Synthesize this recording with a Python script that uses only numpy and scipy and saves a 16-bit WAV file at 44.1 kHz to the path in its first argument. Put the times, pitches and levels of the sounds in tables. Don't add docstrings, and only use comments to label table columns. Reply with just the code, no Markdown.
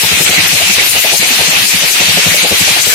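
import sys
import numpy as np
from scipy import signal
from scipy.fft import rfft, irfft
from scipy.io import wavfile
from scipy.ndimage import uniform_filter1d

SR = 44100
rng = np.random.default_rng(int(sys.argv[2]) if len(sys.argv) > 2 else 0)


def ratio(d):
    e = np.asarray(d, float) / 20
    return 10 ** e


def transcribe(signal):
    frames = np.atleast_2d(signal).T
    limited = np.clip(frames, -1, 1)
    pcm = np.round(limited * 32767).astype(np.int16)
    wavfile.write(sys.argv[1], SR, pcm)


N = 129654

# frequency in Hz, density in dB per Hz.
ROAR_LEFT = [(900, -12), (1500, -9.5), (2000, -5), (2600, -0.5), (3400, -1), (4200, -1), (5000, -4),
             (7500, -10.5)]
ROAR_RIGHT = [(900, -12.5), (1500, -6.5), (2400, 3.5), (3500, -1.5), (4100, 0.5), (5100, -8), (6300, -4),
              (8200, -15.5)]
# centre in seconds, length in seconds, level in dB, pitch in Hz.
SCRAPES = [(.16, 0.036, -16, 2460), (.28, 0.041, -16, 2290), (.385, 0.04, -11.5, 2300),
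           (.46, 0.07, -19.5, 2010), (.58, 0.026, -16.5, 2430), (.64, 0.026, -17, 2930),
           (.71, 0.051, -15.5, 2470), (.795, 0.024, -11, 2200), (.98, 0.04, -14, 2800),
           (1.08, 0.052, -17, 2650), (1.235, 0.036, -15, 2350), (1.4, .04, -23, 2480),
           (2.0, 0.12, -19, 2600), (2.32, 0.029, -12.5, 1960), (2.39, 0.095, -17, 2440),
           (2.44, 0.066, -20, 3800), (2.77, 0.048, -23, 2300), (2.92, 0.03, -20, 1650),
           (.283, 0.024, -20, 1500), (.335, 0.021, -23, 1490), (.475, .025, -24, 1510),
           (1.04, 0.01, -16.5, 2010), (1.1, 0.035, -18, 2720), (1.56, .03, -14, 2480),
           (1.88, .03, -20, 2370), (1.97, 0.022, -25, 1510), (2.24, .025, -23.5, 1490),
           (2.42, 0.017, -28, 1510)]
# start in seconds, level in dB, pitch in Hz.
THUMPS = [(0.03, -17.5, 174.5), (0.11, -16.5, 174), (.162, -22, 176), (0.199, -13, 161), (.247, -28, 176),
          (0.284, -19, 177), (0.373, -13, 170), (.421, -21.5, 175), (.483, -24.5, 177), (0.522, -16, 161.5),
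          (0.615, -29, 175), (0.655, -22, 176), (0.689, -15, 198), (0.773, -22.5, 184), (.925, -28, 161),
          (1.131, -22, 166), (1.189, -21, 191), (1.305, -20.5, 248), (1.348, -29, 200), (1.391, -21.5, 165),
          (1.476, -16.5, 171), (1.565, -24, 173), (1.617, -24.5, 174), (1.637, -21.5, 190),
          (1.735, -16.5, 181), (1.828, -20.5, 166), (1.997, -19.5, 177), (2.044, -26, 175),
          (2.078, -15, 174), (2.132, -18, 168), (2.164, -12, 184), (2.256, -10.5, 165.5), (2.307, -18, 169),
          (2.344, -29, 175), (2.423, -16.5, 178), (2.504, -14.5, 204), (2.601, -13.5, 177),
          (2.697, -20.5, 163), (2.781, -28, 150)]
# start in seconds, level in dB, pitch in Hz.
KNOCKS = [(0.025, -14.5, 890), (0.115, -15.5, 410), (0.198, -10, 380), (0.284, -12.5, 396),
          (.324, -16.5, 694), (0.375, -16, 790), (.514, -18, 555), (0.597, -11, 730), (0.772, -16.5, 450),
          (0.951, -12.5, 720), (1.034, -13.5, 620), (1.045, -14, 840), (1.117, -12.5, 480),
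          (1.125, -13.5, 800), (1.22, -14.5, 497), (1.297, -19.5, 794), (1.378, -12, 780),
          (1.4, -15.5, 457), (1.52, -15.5, 780), (1.56, -21, 660), (1.728, -27, 600), (1.897, -24, 430),
          (1.997, -11.5, 714), (2.164, -9.5, 590), (2.251, -13, 560), (2.336, -11, 560), (2.434, -9.5, 660),
          (2.504, -10.5, 523), (2.668, -12, 700), (2.756, -15.5, 770), (2.911, -24, 560), (2.861, -13, 437)]
# peak in seconds, level in dB.
BOOMS = [(0.05, -22.5), (.136, -22), (.211, -27), (.265, -28), (.308, -25.5), (.397, -22.5), (.493, -32),
         (.552, -23.5), (.633, -27), (.724, -30), (.777, -26), (.898, -29), (.95, -31), (1.109, -40),
         (1.2, -30), (1.277, -36), (1.408, -22.5), (1.481, -34), (1.575, -32), (1.618, -27), (1.747, -26),
         (1.842, -35), (2.022, -26), (2.097, -19), (2.17, -26), (.6, -32), (2.284, -18), (2.527, -22),
         (2.618, -19.5), (2.673, -29), (2.718, -28), (2.797, -31), (2.873, -25)]
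# frequency in Hz, density in dB per Hz.
RUMBLE = [(30, -15), (65, -9), (100, -4), (130, -1.5), (180, -4), (250, -3), (800, 1.5), (1100, -12.5)]
# centre in seconds, length in seconds, hiss rise in dB, ducking of the train in dB.
GUSTS = [(0.01, 0.053, 2.5, 2), (0.239, 0.016, 2.5, 5), (0.3, 0.009, 6.5, 13), (0.482, 0.0081, 5.5, 9),
         (0.543, 0.013, 3, 4.5), (0.731, 0.02, 2.5, 4), (0.904, 0.037, 1, 5), (1.03, 0.084, -1, 2.5),
         (1.138, 0.014, 5.5, 5), (1.176, 0.032, 5.5, 5.5), (1.28, 0.02, 2.5, 0), (1.773, 0.045, .3, 1.5),
         (1.495, .02, -1, 2), (1.677, 0.036, 1.5, 5.5), (1.926, 0.027, 2.5, 5.5), (1.96, 0.021, -1, 1),
         (0.643, 0.02, -4, 2), (1.264, .03, -2, 1), (2.456, 0.016, -4, 0.5), (0.134, 0.074, -3, 0),
         (2.362, 0.02, 3, 3.5), (2.418, 0.025, -2, -0.5), (2.61, 0.056, 2, 1), (2.823, 0.023, 4.5, 4),
         (2.88, .05, 0, 2.5)]
# frequency in Hz, density in dB per Hz.
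HISS_LEFT = [(4000, -1.5), (6000, 3), (8000, 0.5), (10500, 0.5), (13800, -3), (14800, -4.5), (15800, -10)]
HISS_RIGHT = [(1500, -10), (4000, -2), (7000, 0), (8800, -8), (10800, -10), (12000, -14), (13800, -16),
              (15500, -24)]
# centre in seconds, length in seconds, level in dB, pitch in Hz.
WHISTLES = [(.25, 0.067, -13, 7950), (.72, 0.038, -13, 6160), (.91, 0.044, -12.5, 9800),
            (1.5, 0.037, -16, 7640), (2.43, 0.017, -10, 7400), (2.87, 0.19, -14, 7560),
            (2.9, 0.076, -14, 12900), (.045, .04, -17, 12600), (.23, 0.024, -14, 12200),
            (.86, 0.055, -16, 12800), (1.01, 0.086, -14.5, 12800), (1.52, .05, -22, 12100),
            (2.77, 0.035, -22, 10300)]
# frequency in Hz, margin below the local level in dB.
THINNING_MARGIN = [(1500, 18), (3000, 8), (4600, .8), (8000, 2), (10000, 5), (14500, 2.5), (15700, -5)]

LOW_LEAD_S, ROAR_LEAD_S = 0.00013, 0.000429
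BEAT_HZ, BEAT_S = 11.6, 0.031


def level(x):
    return x / np.sqrt(np.mean(x ** 2))


def ports(left_db, right_db):
    return ratio(np.array([left_db, right_db]))[:, None]


def walk(rate):
    k = int(SR / rate)
    held = np.repeat(rng.standard_normal(N // k + 1), k)
    w = uniform_filter1d(uniform_filter1d(held, k), k)[:N]
    return level(w - uniform_filter1d(w, 5 * k))


def late(x, s):
    return np.interp(np.arange(N) - s * SR, np.arange(N), x)


def add(out, s, x):
    i = int(s * SR)
    x, i = x[max(-i, 0):], max(i, 0)
    out[i:i + len(x)] += x[:len(out) - i]


def colour(curve, hz):
    points_hz, points_db = np.array(curve).T
    db = np.interp(np.log(hz), np.log(points_hz), points_db)
    below = np.maximum(np.log2(points_hz[0] / hz), 0)
    above = np.maximum(np.log2(hz / points_hz[-1]), 0)
    return ratio(db - 24 * below - 24 * above)


def patchy(left, right, alike, lead_s, swell_db, flicker_db, rate, per_octave=3):
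    hz = np.maximum(np.arange(N // 2 + 1) * SR / N, 1)
    shared, a, b = (rfft(rng.standard_normal(N)) for _ in range(3))
    lead = np.exp(2j * np.pi * hz * lead_s)
    common, own = alike ** .5, (1 - alike) ** .5
    spec = np.array([colour(left, hz) * (common * shared * lead + own * a),
                     colour(right, hz) * (common * shared + own * b)])
    top = int(np.log2(left[-1][0] / left[0][0]) * per_octave) + 1
    place = np.clip(np.log2(hz / left[0][0]) * per_octave, 0, top)
    out, swell = 0, walk(rate / 3)
    for k in range(top + 1):
        swell = level(swell + 0.38 * walk(rate / 3))
        band = np.cos(np.pi / 2 * np.clip(place - k, -1, 1)) ** 2
        out = out + irfft(spec * band, N) * ratio(swell_db * swell + flicker_db * walk(rate))
    return out / np.sqrt(np.mean(out ** 2, axis=1, keepdims=True))


def bursts(table, width_hz):
    peak_s = .09
    out, t, hz_axis = np.zeros((2, N)), np.arange(8192) / SR, np.arange(4097) * SR / 8192
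    for (s, length_s, db, hz), noise in zip(table, rng.standard_normal((len(table), 2, 8192))):
        resonance = np.exp(-((hz_axis - hz) / width_hz) ** 2)
        swell = np.exp(-2 * ((t - peak_s) / length_s) ** 2)
        x = ratio(db) * level(irfft(rfft(noise) * resonance)) * swell
        add(out[0], s - peak_s, x[0])
        add(out[1], s - peak_s, x[1])
    return out


def rolling_roar(beat, duck_db):
    roar = patchy(ROAR_LEFT, ROAR_RIGHT, 0.14, ROAR_LEAD_S, swell_db=0.73, flicker_db=0.66, rate=20)
    roar = roar * ratio(0.65 * beat - duck_db)
    drone = signal.sosfiltfilt(signal.butter(3, 1900, fs=SR, output="sos"), roar)
    roar = roar + drone * (ratio(.8 - .9 * duck_db) - 1)
    return roar * ports(-8.5, -10)


def flange_scrapes():
    return bursts(SCRAPES, width_hz=400) * ports(2.1, 2.2)


def thumps():
    rise_s, t60_s = .012, .075
    out, t = np.zeros(N), np.arange(int(.2 * SR)) / SR
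    shape = (1 - np.exp(-(t / rise_s) ** 2)) * np.exp(-np.log(1000) * t / t60_s)
    for (s, db, hz), c in zip(THUMPS, rng.standard_normal((len(THUMPS), 4))):
        ring = np.sin(2 * np.pi * hz * t + 3 * c[0])
        ring = ring + 0.45 * np.sin(2 * np.pi * 1.55 * hz * (1 + .1 * c[2]) * t + 3 * c[1])
        add(out, s, ratio(db + 0.5) * ring * shape / shape.max())
    return out


def knocks():
    rise_s, fall_s = .01, .017
    out, t = np.zeros(N), np.arange(4096) / SR
    hz_axis = np.arange(2049) * SR / 4096
    shape = (1 - np.exp(-(t / rise_s) ** 2)) * np.exp(-t / fall_s)
    body = ratio(-3) * np.exp(-((hz_axis - 520) / 360) ** 2)
    for (s, db, hz), noise in zip(KNOCKS, rng.standard_normal((len(KNOCKS), 4096))):
        link = np.exp(-((hz_axis - hz) / 147) ** 2)
        rattle = level(irfft(rfft(noise) * (link + body)))
        add(out, s, ratio(db - 4.5) * rattle * shape / shape.max())
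    return out


def blows():
    hits = thumps() + knocks()
    return np.array([hits, ratio(-6.5) * late(hits, LOW_LEAD_S)])


def booms():
    boom_hz, boom_s, peak_s = 100, 0.023, .04
    out, t = np.zeros(N), np.arange(int(.12 * SR)) / SR - peak_s
    shape = np.exp(-2 * (t / (boom_s * np.where(t < 0, .7, 1.2))) ** 2)
    for (s, db), c in zip(BOOMS, rng.standard_normal((len(BOOMS), 2))):
        tone = np.sin(2 * np.pi * boom_hz * (1 + .07 * c[0]) * t + 3 * c[1])
        add(out, s - peak_s, ratio(db) * shape * tone)
    return np.array([out, ratio(-2.5) * late(out, LOW_LEAD_S)])


def underframe_rumble(beat, duck_db):
    rumble = patchy(RUMBLE, RUMBLE, 0.4, LOW_LEAD_S, swell_db=-0.2, flicker_db=2.0, rate=22)
    return rumble * ratio(2 * beat - 1.8 * duck_db) * ports(-25, -28)


def gusts():
    t = np.arange(N) / SR
    bells = np.array([np.exp(-2 * ((t - s) / length_s) ** 2) for s, length_s, _, _ in GUSTS])
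    return np.array(GUSTS)[:, 2] @ bells, np.array(GUSTS)[:, 3] @ bells


def wind(rise_db):
    hiss = patchy(HISS_LEFT, HISS_RIGHT, 0, 0, swell_db=1.0, flicker_db=1.1, rate=35) * ratio(rise_db)
    return hiss * ports(-9.5, -19) + bursts(WHISTLES, width_hz=1640) * ports(3, -20)


def scene():
    rise_db, duck_db = gusts()
    beat = np.cos(2 * np.pi * BEAT_HZ * (np.arange(N) / SR - BEAT_S))
    wheels = rolling_roar(beat, duck_db) + flange_scrapes()
    frame = blows() + booms() + underframe_rumble(beat, duck_db)
    return wheels + frame + wind(rise_db)


def gain_control(x):
    power = uniform_filter1d(x[0] ** 2, int(.025 * SR))
    return x * (power / power.mean() + 1e-6) ** (-.4 / 2)


def thin_lines(x):
    window = np.sin(np.pi * (np.arange(2048) + .5) / 2048)
    hz, _, z = signal.stft(x, SR, window, 2048, 1024)
    power = abs(z) ** 2
    power_db = 10 * np.log10(power + 1e-12)
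    local = uniform_filter1d(uniform_filter1d(power, size=48, axis=1), size=5, axis=2)
    local_db = 10 * np.log10(local + 1e-12)
    quiet_db = 10 * np.log10(np.sum(power, axis=1, keepdims=True)) - 39
    quiet_db = quiet_db - 60 * (hz < 7000)[:, None]
    band = (24 * np.log(1 + hz / 2500)).astype(int)
    waver = rng.standard_normal((2, 64, z.shape[2]))
    waver = uniform_filter1d(waver + waver[:1], size=3, axis=2) * np.array([.87, 1.22])[:, None, None]
    margin_db = np.interp(hz, *np.array(THINNING_MARGIN).T)[:, None]
    edge_db = np.maximum(local_db - margin_db, quiet_db) + 3.8 * waver[:, band]
    return signal.istft(z * (power_db > edge_db), SR, window, 2048, 1024)[1][:, :N]


def top_cut(x):
    return signal.sosfilt(signal.butter(12, 15750, fs=SR, output="sos"), x)


def record(dry):
    shift = 408
    clipped = np.clip(gain_control(dry), -0.97, 0.97)
    x = thin_lines(np.pad(clipped, ((0, 0), (shift, 0)))[:, :N])
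    x = np.pad(x[:, shift:], ((0, 0), (0, shift)), mode="reflect")
    return top_cut(x)


dry = scene()
out = record(dry)
transcribe(out)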